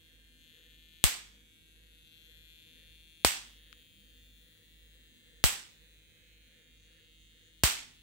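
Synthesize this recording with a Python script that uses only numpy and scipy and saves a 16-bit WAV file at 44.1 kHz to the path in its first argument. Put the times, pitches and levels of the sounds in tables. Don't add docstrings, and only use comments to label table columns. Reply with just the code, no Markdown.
import sys
import numpy as np
from scipy import signal
from scipy.fft import rfft, irfft, next_fast_len
from scipy.io import wavfile
from scipy.ndimage import map_coordinates

SR = 44100
rng = np.random.default_rng(int(sys.argv[2]) if len(sys.argv) > 2 else 0)


def to_wav(sig):
    pcm = np.clip(np.atleast_2d(sig), -1, 1) * 32767
    pcm = np.round(pcm).astype(np.int16)
    wavfile.write(sys.argv[1], SR, pcm.T)


N = 353682

# t/s, crack gain/dB, body gain/dB, treble gain/dB, desk echo delay/ms, left minus right/dB,
# room gain/dB, left and right thump amplitude (signed)
SPARKS = [(1.0405, 8.3, -3, 0.23, 0.35, 4, -19.5, 0.2, -0.13),
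          (3.2483, 9.7, 9, -0.81, 0.2, 2.5, -18.5, 0.079, -0.018),
          (5.4403, 1.4, 7.5, 1, 0.18, -0.5, -18.5, -0.21, 0.14),
          (7.6361, 5, 4, -0.63, 0.38, 3, -16, -0.14, -0.047)]


def amp(db):
    return 10 ** (np.asarray(db) / 20)


def unit(x):
    return x / np.sqrt(np.mean(x ** 2, axis=-1, keepdims=True) + 1e-20)


def along(points, hz):
    f, *cols = np.transpose(points)
    return np.array([np.interp(np.log(hz + 1), np.log(f + 1), c) for c in cols])


def curves(rows):
    s, *cols = np.transpose(rows)
    return [np.interp(np.arange(N) / SR, s, c) for c in cols]


def wobble(rate):
    return map_coordinates(rng.standard_normal(int(N * rate / SR) + 4), [np.arange(N) * rate / SR])


def filtered(x, response):
    m = 2 * next_fast_len(x.shape[-1] // 2 + 4096)
    return irfft(rfft(x, m) * response(np.fft.rfftfreq(m, 1 / SR)), m)[..., :x.shape[-1]]


def causal(points):
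    def response(hz):
        cepstrum = irfft(np.log(amp(along(points, hz))))
        half = cepstrum.shape[-1] // 2
        cepstrum[..., 1:half] *= 2
        cepstrum[..., half + 1:] = 0
        return np.exp(rfft(cepstrum))
    return response


def resonance(f, centre_hz, width_hz):
    return (1j * f * width_hz / (centre_hz ** 2 - f ** 2 + 1j * f * width_hz)) ** 2


def noise_band(hz, width_hz, alike):
    shared, own = rng.standard_normal(N), rng.standard_normal((2, N))
    return unit(filtered(alike * shared + (1 - alike) * own, lambda f: resonance(f, hz, width_hz)))


def room_tail(size):
    decay_times = [(100, 1), (500, .36), (2000, 0.44), (6000, 0.42), (15000, .26)]  # f/Hz, T60/s
    hz, t, spectrum = signal.stft(rng.standard_normal((2, size)), SR, nperseg=256)
    decay = amp(-60 * t / along(decay_times, hz)[0][:, None])
    return signal.istft(spectrum * decay, SR, nperseg=256)[1][:, :size]


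def switching_rate():
    full_hz, sag_hz, recharge_s, spark_period_s = 161.6, 2.0, 1.25, 2.2
    t, fired = np.arange(N) / SR, np.array([row[0] for row in SPARKS])
    fired = np.append(fired[0] - spark_period_s, fired)
    since = t - fired[np.searchsorted(fired, t) - 1]
    return full_hz - sag_hz * np.exp(-(since / recharge_s) ** 2)


def inverter():
    # t/s, level/dB, level/dB near 10 kHz, near 12.5 kHz
    tick_levels = [(0, -63.5, -76.5, -75), (.38, -64, -75, -77), (.43, -59, -76, -72),
                   (1.04, -59.5, -76.5, -72), (1.4, -64.5, -77, -75.5), (2.03, -62, -73, -74),
                   (2.08, -58.5, -74.5, -71), (2.4, -58, -73.5, -68.5), (3.2, -59.5, -71.5, -76),
                   (4.3, -63.5, -75, -76), (5.4, -65, -80, -85), (5.8, -65.5, -80, -77),
                   (7, -65, -81.5, -90), (8, -64.5, -77, -86)]
    near_spectrum = [(1000, -34.5), (1500, -24.5), (2000, -14), (2400, -9), (2750, -2.5), (2950, -6.5),
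                     (3350, 2.5), (3800, -5), (4350, -8), (4800, -26), (6500, -21.5), (8300, -25),
                     (16000, -39)]
    high_modes = [
        [(10156, 1400, 0)],
        [(11880, 440, 0.5), (13200, 700, -1)],
    ]
    far_spectrum = [(892, -45.5, -47.5), (1390, -17, -16), (1770, -15, -1.5), (2500, -18, -1.5),
                    (3620, -5, 2.5), (4370, -6.5, -17), (5460, -21, -25.5), (6400, -16.5, -9),
                    (8700, -20.5, -12.5), (9910, -12.5, -15.5), (13200, -20.5, -26.5),
                    (16000, -20.5, -34.5)]
    whine_levels = [(0, -72.5, -80), (2.2, -74.5, -73.5), (2.6, -71, -74.5), (3.3, -70.5, -85),
                    (4.4, -69.5, -99), (6.2, -73, -89.5), (7.1, -72.5, -85.5)]
    core_harmonics = [(1, -81), (2, -82.5), (3, -87.5)]

    def modes(hz):
        return np.array([sum(amp(db) * resonance(hz, centre, width) for centre, width, db in group)
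                         for group in high_modes])

    half_phase = np.pi * (np.cumsum(switching_rate()) / SR + .0006 * wobble(82))
    ticks = np.sin(205 * half_phase) / np.sin(half_phase) - 1
    ticks *= 1 + 0.14 * wobble(160) + 0.094 * rng.standard_normal(N)
    direct_db, *treble_db = curves(tick_levels)
    direct = amp(direct_db) * unit(filtered(ticks, causal(near_spectrum)))
    direct += np.sum(amp(treble_db) * unit(filtered(ticks, modes)), axis=0)
    step, far = round(1.6 * SR), np.zeros((2, N))
    for centre in range(0, N + step, step):
        span = np.arange(max(centre - step, 0), min(centre + step, N))
        fade = np.cos(np.pi / 2 * (span - centre) / step)
        drive = ticks[abs(np.arange(span[0] - 8191, span[-1] + 1))]
        far[:, span] += fade * signal.oaconvolve(drive[None], room_tail(8192), "valid", axes=1)
    far = unit(filtered(far, lambda hz: amp(along(far_spectrum, hz)))) * amp([[-71.5], [-65.5]])
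    ring = unit(filtered(ticks, lambda hz: resonance(hz, 15450, width_hz=500)))
    whine = ring * amp(curves(whine_levels)) * [[1], [-1]]
    core = sum(np.sqrt(2) * amp(db + 0.7 * wobble(1.9)) * np.sin(2 * multiple * half_phase)
               for multiple, db in core_harmonics)
    return direct * amp([[0], [-18]]) + far + whine + core


def hums():
    drift = [(0, 1.93, -67, 0.9), (3.15, 1.8, -64, 0.66), (3.3, 1.45, -65, .85), (4.7, 1.5, -63.5, .9),
             (5.6, 2.1, -66, 0.8), (7.5, 2.46, -65.5, 0.53), (8.02, 2, -64.5, .6)]
    overtones = [(2, -11), (4, -17)]
    upper_hz = 51.5
    detuning_hz, level_db, ratio = curves(drift)
    upper = 2 * np.pi * upper_hz * np.arange(N) / SR
    lower = upper - 2 * np.pi * np.cumsum(detuning_hz) / SR - np.pi
    tone = ratio * np.sin(upper) + np.sin(lower)
    for multiple, db in overtones:
        tone += amp(db) * (np.sin(multiple * upper) + .5 * np.sin(multiple * lower))
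    return amp(level_db) * tone * amp([[-.5], [.5]])


def air():
    noise_floor = [(25.3, -125, -123), (58.6, -101, -87), (265, -105, -102), (508.5, -113, -110),
                   (850, -124, -122), (1220, -123, -121), (1616, -115, -113), (2500, -115, -114),
                   (4500, -119, -121), (5400, -125, -125), (6440, -120, -118), (8600, -127, -121),
                   (12000, -126, -130), (15400, -119, -125)]
    coherence = [(60, 0.2), (300, 1), (700, 0.96), (1500, 0.12)]  # f/Hz, left-right correlation

    def mid_side_gains(hz):
        angle = np.arccos(np.clip(along(coherence, hz)[0], -1, 1)) / 2
        return np.array([np.cos(angle), np.sin(angle)])

    mid, side = filtered(rng.standard_normal((2, N)), mid_side_gains)
    bed = filtered(np.array([mid + side, mid - side]), lambda hz: amp(along(noise_floor, hz)))
    bed *= np.sqrt(SR / 2) * amp(1.3 * wobble(0.68))
    flutter = amp(4.3 * wobble(13)) * noise_band(6600, 800, alike=0.36) * amp([[-88], [-84]])
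    murmur = amp(-81.5 + 4 * wobble(5)) * noise_band(250, 30, alike=0.56)
    return bed + flutter + murmur


def whirs():
    swells = [(.15, -77.5), (.62, -73.5), (1.35, -77.5), (1.85, -78), (2.33, -74.5), (2.82, -74),
              (3.7, -72.5), (4.15, -74.5), (4.55, -76), (4.95, -75.5), (5.35, -72), (5.83, -73.5),
              (6.2, -75), (6.57, -72.5), (6.961, -73), (7.421, -75)]
    low_bumps = [(1.361, -69, 205, 0.054), (3.78, -75.5, 255, 0.075), (4.0, -69, 200, 0.084)]  # t/s, peak level/dB, f/Hz, width/s
    t, swell_width_s = np.arange(N) / SR, 0.11
    swell = sum(amp(db) * np.exp(-.5 * ((t - s) / swell_width_s) ** 2) for s, db in swells)
    middle = noise_band(1780, 450, alike=0.2) * amp([[-3], [2]])
    low = noise_band(481, 85, alike=0.56) * amp(-3.5)
    high = noise_band(6600, 800, alike=.3) * amp([[-12], [-9]])
    bumps = sum(amp(db) * np.exp(-.5 * ((t - s) / width) ** 2) * np.sin(2 * np.pi * hz * t)
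                for s, db, hz, width in low_bumps)
    return swell * (low + middle + high) + bumps


def butterworth(x, order, hz, kind):
    return signal.sosfilt(signal.butter(order, hz, kind, fs=SR, output="sos"), x)


def sparks():
    crack_spectrum = [(70, -22, -26), (200, -3, -6), (1000, -1, -2), (2200, 0, 0), (3300, 1, 0),
                      (4300, -3, -1), (6000, -8, -5), (8300, -9, 1), (9800, -9, -8), (11500, -7, -10),
                      (16000, -10, -12)]
    scatter_spectrum = [(149.96, -22.5, -19.5), (458, -14, -13), (830, -3.5, -5.5), (1300, -6, -4),
                        (2000, -2.5, -1), (3200, -1.5, 1), (3800, -2.5, -1.5), (5440, -5, -3.5),
                        (6900, -6.5, -2), (8400, -1.5, 4), (9400, -14, -8.5), (11400, -4.5, -7.5),
                        (16070, -13, -4.5)]
    sizzle_t60_s, nearby_t60_s, first_wall_s = .0028, 0.092, .013
    size = SR // 2
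    out, t = np.zeros((2, N + size)), np.arange(size) / SR
    for s, db, body_db, treble_db, echo_ms, pan_db, room_db, *_ in SPARKS:
        front = np.zeros((2, size))
        front[:, 0] = -1
        front[:, round(echo_ms * SR / 1000)] -= .6
        sizzle = butterworth(rng.standard_normal((2, size)), 2, 1500, "high")
        front += .55 * amp(-60 * t / sizzle_t60_s) * sizzle
        front += (amp(body_db) - 1) * butterworth(front, 1, [200, 1300], "band")
        nearby = amp(2.5 - 60 * t / nearby_t60_s) * rng.standard_normal((2, size))
        walls = room_tail(size) * (amp(-3.5) + (1 - amp(-5.0)) * (t > first_wall_s))
        walls *= amp(1.5 * np.repeat(rng.standard_normal(size // 49), 49))
        crack = amp(db + pan_db * np.array([[.5], [-.5]])) * filtered(front, causal(crack_spectrum))
        heard = crack + amp(room_db) * filtered(nearby + walls, causal(scatter_spectrum))
        heard += (amp(treble_db) - 1) * butterworth(heard, 2, 5500, "high")
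        out[:, round(s * SR):][:, :size] += heard
    return out[:, :N]


def port_thumps():
    half_swing_s, slowing, settle_s, rise_s = 0.0025, 0.61, 0.02, 0.0001
    out, t = np.zeros((2, N)), np.arange(SR // 8) / SR
    envelope = np.exp(-(t / settle_s) ** 1.6) * (1 - np.exp(-t / rise_s))
    swing = envelope * np.sin(np.pi * ((t / half_swing_s) ** slowing + .5))
    for s, *_, left, right in SPARKS:
        out[:, round(s * SR):][:, :len(t)] -= np.outer([left, right], swing)
    return out


def tap():
    onset_s, gain_db = 3.7282, -29.5
    t, out = np.arange(400) / SR, np.zeros(N)
    ring = np.sin(2 * np.pi * 3000 * t) * amp(-60 * t / 0.0013)
    ring += 0.15 * np.sin(2 * np.pi * 1500 * t) * amp(-60 * t / 0.0065)
    out[round(onset_s * SR):][:len(t)] = amp(gain_db) * ring
    return butterworth(out, 8, 1200, "high") * amp([[5], [-22]])


def scene():
    return sparks() + port_thumps() + inverter() + hums() + air() + whirs() + tap()


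def record(dry):
    ceiling, cutoff_hz = .9, 15820
    soft = dry / (1 + abs(dry / ceiling) ** 6) ** (1 / 6)
    return filtered(soft, lambda hz: 1 / (1 + (hz / cutoff_hz) ** 300))


dry = scene()
out = record(dry)
to_wav(out)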